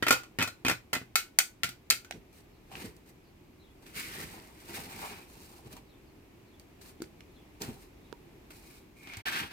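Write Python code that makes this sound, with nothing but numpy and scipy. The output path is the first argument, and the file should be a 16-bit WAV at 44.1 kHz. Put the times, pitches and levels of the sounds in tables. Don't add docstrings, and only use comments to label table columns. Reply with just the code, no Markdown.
import sys
import numpy as np
from scipy import signal
from scipy.fft import rfft, irfft, next_fast_len
from scipy.io import wavfile
from scipy.ndimage import uniform_filter1d

SR = 44100
rng = np.random.default_rng(int(sys.argv[2]) if len(sys.argv) > 2 else 0)


def generate_wav(sig):
    pcm = np.round(np.clip(np.atleast_2d(sig).T, -1, 1) * 32767).astype(np.int16)
    wavfile.write(sys.argv[1], SR, pcm)


def volts_from_db(level):
    exponent = np.asarray(level, float) / 20
    return 10 ** exponent


N = 419832
SAND_ALIKE = 0.55
TROWEL_LAG, GRIND_LAG, STONE_LAG = 4, 12, 20


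def colour(x, points):
    hz, db = np.transpose(points)
    size = next_fast_len(N, True)
    f = np.maximum(np.arange(size // 2 + 1) * SR / size, 1)
    gain = volts_from_db(np.interp(np.log(f), np.log(hz), db, -90, -90))
    y = irfft(rfft(x, size) * gain, size)[..., :N]
    return y / y.std()


def walk(rate):
    k = max(int(SR / rate), 1)
    w = uniform_filter1d(np.repeat(rng.standard_normal(N // k + 1), k), k)[:N]
    return w / w.std()


def ports(points, alike, lag, grain_db, grain_rate=300.):
    grain = volts_from_db(grain_db * walk(grain_rate))
    shared, left, right = rng.standard_normal((3, N)) * grain
    common = np.array([shared, np.roll(shared, lag)])
    own = np.array([left, right])
    return colour(np.sqrt(alike) * common + np.sqrt(1 - alike) * own, points)


def ring(x, modes, scatter_db):
    out = 0
    for (hz, db, t60), (g, d) in zip(modes, rng.standard_normal((len(modes), 2))):
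        detuned = hz * (1 + 0.0069 * d)
        pole = np.exp(2j * np.pi * detuned / SR - np.log(1000) / (t60 * SR))
        out = out + volts_from_db(db + scatter_db * g) * signal.lfilter([1], [1, -pole], x).imag
    return out


def contact(t, crack_s, tail_db, t60):
    onset = np.minimum(t * SR / 10, 1)
    return onset * (np.exp(-t / crack_s) + volts_from_db(tail_db - 60 * t / t60))


def thump(t, modes, push_s, scatter_db):
    y = ring(np.gradient(t * np.exp(-t / push_s)), modes, scatter_db)
    return y / np.abs(y).max()


# f/Hz, level/dB per Hz
YARD = [(12, -45), (30, -5), (48, -3), (102, -6), (206, -8.5), (361, -6), (500, -18), (850, -20.5),
        (1500, -28.5), (2400, -25), (3200, -31.5), (6000, -37), (11000, -41.5), (13000, -35.5),
        (16300, -45.5)]


def yard():
    mid, side = (colour(rng.standard_normal(N), YARD) for _ in range(2))
    side = signal.lfilter(*signal.butter(1, 600, "high", fs=SR), side)
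    return volts_from_db(-57 + .8 * walk(1.0)) * (mid + side * np.array([[1], [-1]]))


# f/Hz, level/dB, t60/s
BLADE = [(1410, -5, .11), (1490, -7, .19), (1880, -3, .05), (2200, -1, .05), (2575, -1, .1), (3190, 2, .06),
         (3600, 3, .07), (4100, 3, .045), (4800, -4, .035), (5500, 0, .04), (6290, 0, .045),
         (7450, 2, .045), (8750, -1, .04), (12800, 2, .03)]
# f/Hz, level/dB, t60/s
GROUND = [(102.4, -4.5, 0.25), (122.4, 1.5, 0.37), (174, 0.5, 0.12), (265, 9, 0.039), (393, 18, 0.0096),
          (680, -5.5, 0.055)]
# f/Hz, level/dB per Hz
SPIT = [(2650, -28), (4500, 1), (5040, -4.5), (6880, -2.5), (8930, -5), (10700, -11.5), (15000, -5.5),
        (16100, -24), (16500, -43.5)]


def trowel(table, points, crack_s, tail_db, blade_db, favour_db, thud_db, hard_db, flat_t60):
    crunch = ports(points, SAND_ALIKE, TROWEL_LAG, grain_db=1.0)
    spit = ports(SPIT, SAND_ALIKE, TROWEL_LAG, grain_db=2.5, grain_rate=600.)
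    out, t = np.zeros((2, N)), np.arange(SR // 3) / SR
    for s, db, treble_db, low_db, hz in table:
        t60 = flat_t60 * (1400 / hz) ** 0.88
        span = slice(int(s * SR), int(s * SR) + len(t))
        noise = crunch[:, span] + volts_from_db(treble_db + 9.5 - 30 * t) * spit[:, span]
        sand = contact(t, crack_s, tail_db, t60) * noise
        blade = ring(sand, BLADE + [(hz, favour_db, .055)], scatter_db=2.5)
        stroke = sand + volts_from_db(blade_db) * blade
        stroke = stroke / np.abs(stroke).max()
        thud = volts_from_db(low_db + thud_db) * thump(t, GROUND, push_s=.0007, scatter_db=3.)
        out[:, span] += volts_from_db(db + hard_db) * (stroke + thud)
    return out


# t/s, crunch peak level/dB, treble and thud level/dB re crunch, loudest ring f/Hz
CHOPS = [(0.0249, -20, -18.5, -10, 1940), (0.0661, -17, -17, -29, 2680), (0.0827, -12.5, -9, -48, 2540),
         (0.1066, -9, -11, -30, 1433), (0.1247, -18, -11, -13, 1437), (0.2342, -41, -11, -32, 1420),
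         (0.387, -20, -14, -5, 1940), (0.3948, -31, -34, 6, 1530), (0.406, -24.5, -24, -13, 1980),
         (0.4152, -22.5, -18.5, -18, 2560), (0.4247, -19, -7, -12, 1405), (0.4744, -28.5, -6.5, -12, 1450),
         (0.6492, -20, -18.5, -4, 2520), (0.6646, -23, -15, -6, 2250), (0.6826, -15, -12, -17, 2710),
         (0.6959, -18, -9.5, -24, 2010), (0.7121, -23.5, -16, -4, 2410), (0.9308, -17.5, -7, -13, 2020),
         (0.9509, -24, -17.5, -32, 2060), (0.9649, -35.5, -21, 3, 2270), (1.0147, -47, -13, 11.5, 1480)]
# f/Hz, level/dB per Hz
CHOP = [(240, -5), (400, -12), (1020, -11.5), (1440, -6), (1630, -8), (2540, -5), (2810, -9.5),
        (6000, -19.5), (7800, -99), (13200, -120)]


def chops():
    return trowel(CHOPS, CHOP, crack_s=0.0082, tail_db=-14.5, blade_db=-41.5, favour_db=9.5,
                  thud_db=-1.5, hard_db=4.5, flat_t60=0.22)


# t/s, crunch peak level/dB, treble and thud level/dB re crunch, loudest ring f/Hz
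SLAPS = [
    (1.1559, -11.5, -7.5, -32.5, 1385),
    (1.3874, -5, -5.5, -45.5, 7700),
    (1.4012, -23.5, -20.5, -31.5, 2080),
    (1.6335, -13, -14, -33, 2040),
    (1.6441, -24.5, -8.5, -12, 1400),
    (1.69, -37, -6, -7.5, 1474),
    (1.902, -9, 13, -32, 7700),
    (1.9077, -13, -14, -29, 2660),
    (1.9227, -25, -9.5, -15.5, 1410),
    (2.047, -43, -9.5, -14, 1530),
]
# f/Hz, level/dB per Hz
SLAP = [(240, -56.5), (400, -21), (855, -16), (968, -36.5), (1390, -2.5), (1740, -8), (2140, -2),
        (6000, -15.5), (7800, -46.5), (13200, -120)]


def slaps():
    return trowel(SLAPS, SLAP, crack_s=.003, tail_db=-10.5, blade_db=-46.0, favour_db=9.0,
                  thud_db=-1, hard_db=7.0, flat_t60=0.18)


def walls(x, t60, wet_db):
    t = np.arange(SR // 3) / SR
    tail = rng.standard_normal((2, len(t))) * volts_from_db(-60 * t / t60) * (t > .004)
    tail = tail / np.sqrt(np.sum(tail ** 2, 1, keepdims=True))
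    return volts_from_db(wet_db) * signal.fftconvolve(x, tail, axes=1)[:, :N]


# t/s, crack peak level/dB, treble and body level/dB re crack, body f/Hz
KNOCKS = [(2.1098, -23.5, -13, -6, 726), (2.716, -41, -24, 4.5, 791), (2.754, -32.5, -18, 5, 2600),
          (2.966, -44.5, 4.5, -6, 110), (3.8651, -42, -25, -18, 161), (4.3994, -39, -18, -7, 273),
          (4.5752, -49.5, -18, 4, 330), (4.695, -40, 18, 1.5, 338), (5.4034, -48, 0, 2.5, 340),
          (5.6602, -57, -27, 15, 117), (5.7276, -52.5, 12, 7, 85.5), (5.7672, -40.5, -16, 0.5, 963),
          (6.597, -39.5, -7.5, -24, 108), (7.003, -48, -15, 14.5, 330), (7.0188, -39, -6, 12, 352),
          (7.0206, -31.5, -4, -5, 1400), (7.206, -40, -7, -12, 253), (7.619, -24, 4, -20, 105),
          (7.678, -49, -9, 13, 120), (7.6889, -47, -21, 15, 247), (9.0725, -38.5, -23, -7, 290),
          (9.136, -36, -19, 5, 2260), (9.17, -32, -9, -5, 103)]


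def stones():
    crunch = ports(SLAP, 0.25, STONE_LAG, grain_db=9.0)
    spit = ports(SPIT, 0.29, STONE_LAG, grain_db=-1.5)
    pan = volts_from_db(np.array([[-1.25], [1.25]]))
    out, t = np.zeros((2, N)), np.arange(SR // 4) / SR
    for s, db, treble_db, body_db, hz in KNOCKS:
        span = slice(int(s * SR), int(s * SR) + len(t))
        noise = crunch[:, span] + volts_from_db(treble_db) * spit[:, span]
        crack = contact(t, crack_s=0.00177, tail_db=-16, t60=0.095) * noise
        crack = 2.2 * crack / np.abs(crack).max()
        body = volts_from_db(body_db + 4) * thump(t, [(hz, 0, 13 / hz)], push_s=.2 / hz, scatter_db=0)
        out[:, span] += volts_from_db(db - 5.5) * (crack * pan + body)
    return out


def drag_power(t, rows, rise, hold, hiss_db):
    power = 0
    for s, length, db, grind_db, low_db in rows:
        rising = (s - t) / rise
        releasing = (t - s - hold * length) / (1 - rise - hold)
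        away = np.maximum(np.maximum(rising, releasing) / length, 0)
        layers_db = np.array([[0], [hiss_db], [grind_db], [low_db]])
        power = power + volts_from_db(2 * layers_db) * volts_from_db(2 * (db - 17.5 * away))
    return power


# t/s of full pressure, length/s, rasp level/dB, grind and rumble level/dB re rasp
BRUSHES = [
    (2.14, 0.054, -72.5, 4.5, 23),
    (2.33, 0.11, -68, -17, 9),
    (3.06, 0.065, -68.5, -14, 6),
    (5.3, 0.41, -65.5, -3.5, 6),
    (6.815, .12, -62.5, -7.5, -5),
    (7.73, 0.17, -67, -4, 3),
    (8.53, 0.35, -66.5, -11, -8),
    (8.97, 0.18, -71, -9, -1),
]
PUSHES = [
    (2.718, 0.24, -55.5, -4, -8),
    (5.02, 0.25, -49, -3, -5.5),
]
SHOVES = [
    (2.845, 0.21, -53.5, -17, 12),
    (4.21, 0.38, -47, -10.5, 3),
    (4.78, 0.25, -46, -8.5, 0),
    (5.0, 0.6, -49, -4.5, -2),
    (5.67, 0.11, -63.5, 0, 15),
    (5.73, 0.087, -57.5, -7, 11.5),
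    (5.77, 0.088, -61, 2, -9),
    (7.694, 0.1, -62, 1, 22.5),
]
SKIDS = [
    (3.825, 0.044, -63, -1, 0),
    (3.865, 0.13, -56.5, -12, 2),
    (3.968, 0.35, -42, -22, -9.5),
    (4.33, 0.37, -57, -1.5, 2.5),
    (4.695, 0.12, -53, -9, -16),
    (7.614, 0.12, -44.5, -9.5, 4),
    (8.506, 0.041, -53, -18, -9),
]
SCRAPES = [
    (9.03, .1, -65, -6, 4.5),
    (9.075, 0.25, -53, -12, -7.5),
    (9.262, 0.26, -34.5, -17.5, -12),
    (9.4, 0.1, -44.5, -7, 2.5),
    (9.51, 0.045, -46.5, -17, -6),
]


def pressure(t):
    return (1e-12 + drag_power(t, BRUSHES, rise=0.068, hold=0.7, hiss_db=3)
            + drag_power(t, PUSHES, rise=0.094, hold=0.42, hiss_db=-4.8)
            + drag_power(t, SHOVES, rise=0.6, hold=0.026, hiss_db=-1.5)
            + drag_power(t, SKIDS, rise=0.1, hold=0.017, hiss_db=-2.5)
            + drag_power(t, SCRAPES, rise=0.12, hold=0.48, hiss_db=-11.5))


# f/Hz, level/dB per Hz
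RASP = [(710, -26.5), (1200, -3), (1460, -1), (1790, -1), (1920, -3), (2470, 0.5), (6000, -15), (7800, -59),
        (13200, -120)]
# f/Hz, level/dB per Hz
HISS = [(2350, -35.5), (4000, -3), (6350, -7), (8910, -4), (11400, -11), (12600, -5), (14900, -7.5),
        (16100, -20.5), (16500, -53)]
# f/Hz, level/dB per Hz
GRIND = [(400, -9), (600, -4.5), (820, 5.5), (1100, -2), (1500, -8.5)]
# f/Hz, level/dB per Hz
RUMBLE = [(40, -10), (80, -2.5), (200, -4), (400, -5.5), (700, -21.5)]
# t/s, f/Hz, level/dB re rasp
HOLLOW = [(2.75, 2514, -10), (2.86, 1945, 0), (4.0, 2196, -3), (4.15, 1924, -0.5), (4.75, 2090, -4.5),
          (5.08, 2307, 0), (6.85, 4230, -26), (7.62, 2306, -23), (8.8, 2335, 3), (9.0, 2310, 11.5),
          (9.22, 2245, -2), (9.26, 1647, -1.5), (9.5, 1780, -6)]


def drags():
    t = np.arange(N) / SR
    coarse = t[::64]
    levels = 10 * np.log10(pressure(coarse))
    rasp_db, hiss_db, grind_db, low_db = (np.interp(t, coarse, level) for level in levels)
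    when, hollow_hz, hollow_level = np.transpose(HOLLOW)
    hz, hollow_db = np.interp(t, when, hollow_hz), np.interp(t, when, hollow_level)
    jerks = volts_from_db(1.6 * walk(55))
    rasp = ports(RASP, SAND_ALIKE, STONE_LAG, grain_db=1.0)
    turn = 2 * np.pi * np.cumsum(hz) / SR
    narrow = ports([(10, -11.5), (120, 0.5), (400, -30)], 0.46, STONE_LAG, grain_db=-2.0)
    hollow = narrow * np.cos([turn, np.roll(turn, STONE_LAG)])
    hiss = ports(HISS, 0.067, STONE_LAG, grain_db=2.0, grain_rate=500.)
    grit = rasp + volts_from_db(hollow_db) * hollow + volts_from_db(hiss_db - rasp_db + 2.5) * hiss
    high = volts_from_db(rasp_db + 0.5) * jerks * grit
    grind = volts_from_db(grind_db + 3.5 + 2.8 * walk(60)) * ports(GRIND, 0.9, GRIND_LAG, grain_db=1.0)
    rumble = volts_from_db(low_db - 1.5 + 2.5 * walk(30)) * colour(rng.standard_normal(N), RUMBLE)
    return high + grind + rumble


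# t/s, length/s, start f/Hz, end f/Hz, level/dB
CHIRPS = [
    (2.51, .08, 4900, 3900, -72),
    (3.23, .08, 4700, 4200, -74),
    (3.56, .17, 4500, 2900, -70),
    (5.85, .15, 4600, 2500, -71),
    (6.05, .08, 4600, 4100, -76),
    (6.45, .14, 4500, 3000, -73),
    (7.3, .17, 4500, 2700, -72),
    (8.0, .1, 4000, 3100, -72),
    (8.74, .1, 4000, 3400, -75),
]


def sparrows():
    out, warble_hz = np.zeros(N), 170 * walk(250)
    for s, length, hz0, hz1, db in CHIRPS:
        u = np.linspace(0, 1, int(length * SR))
        span = slice(int(s * SR), int(s * SR) + len(u))
        trill_hz = 260 * np.sin(2 * np.pi * 22 * u * length)
        hz = hz0 + (hz1 - hz0) * u + trill_hz + warble_hz[span]
        out[span] += volts_from_db(db) * np.sin(np.pi * u) * np.sin(2 * np.pi * np.cumsum(hz) / SR)
    return out * (.9 + .6 * walk(400))


# f/Hz, level/dB, t60/s
FLICK = [(430, 0, .018), (950, -19, .1), (1500, 1, .004)]


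def flick():
    out, t = np.zeros(N), np.arange(SR // 4) / SR
    start = int(8.1272 * SR)
    tick = 1.7 * np.sin(2 * np.pi * 3200 * t) * np.exp(-t / .00012)
    case = thump(t, FLICK, push_s=.0002, scatter_db=0)
    out[start:start + len(t)] = volts_from_db(-25) * (case + tick)
    return out * np.array([[volts_from_db(-15)], [1]])


def scene():
    work = chops() + slaps() + stones() + drags()
    work = signal.lfilter(*signal.butter(2, 55, "high", fs=SR), work)
    birds = sparrows()
    echoes = walls(work, t60=0.2, wet_db=-9) + walls(np.array([birds, birds]), t60=0.15, wet_db=1)
    return work + echoes + yard() + birds + flick()


def roll_off(x):
    return signal.sosfilt(signal.butter(12, 17130, fs=SR, output="sos"), x)


def record(dry):
    t = np.arange(N) / SR
    gap_start_s, gap_end_s = 9.222, 9.254
    duck_db, knee_db, duck_s = 2, -43.5, 0.33
    gate = np.clip(np.maximum((gap_start_s - t) / 0.014, (t - gap_end_s) / 0.0036), 0, 1)
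    keep = np.exp(-1 / (duck_s * SR))
    loud = signal.lfilter([1 - keep], [1, -keep], np.mean(dry ** 2, 0))
    duck = volts_from_db(-duck_db * loud / (loud + volts_from_db(2 * knee_db)))
    return roll_off(dry * gate * duck)


dry = scene()
out = record(dry)
generate_wav(out)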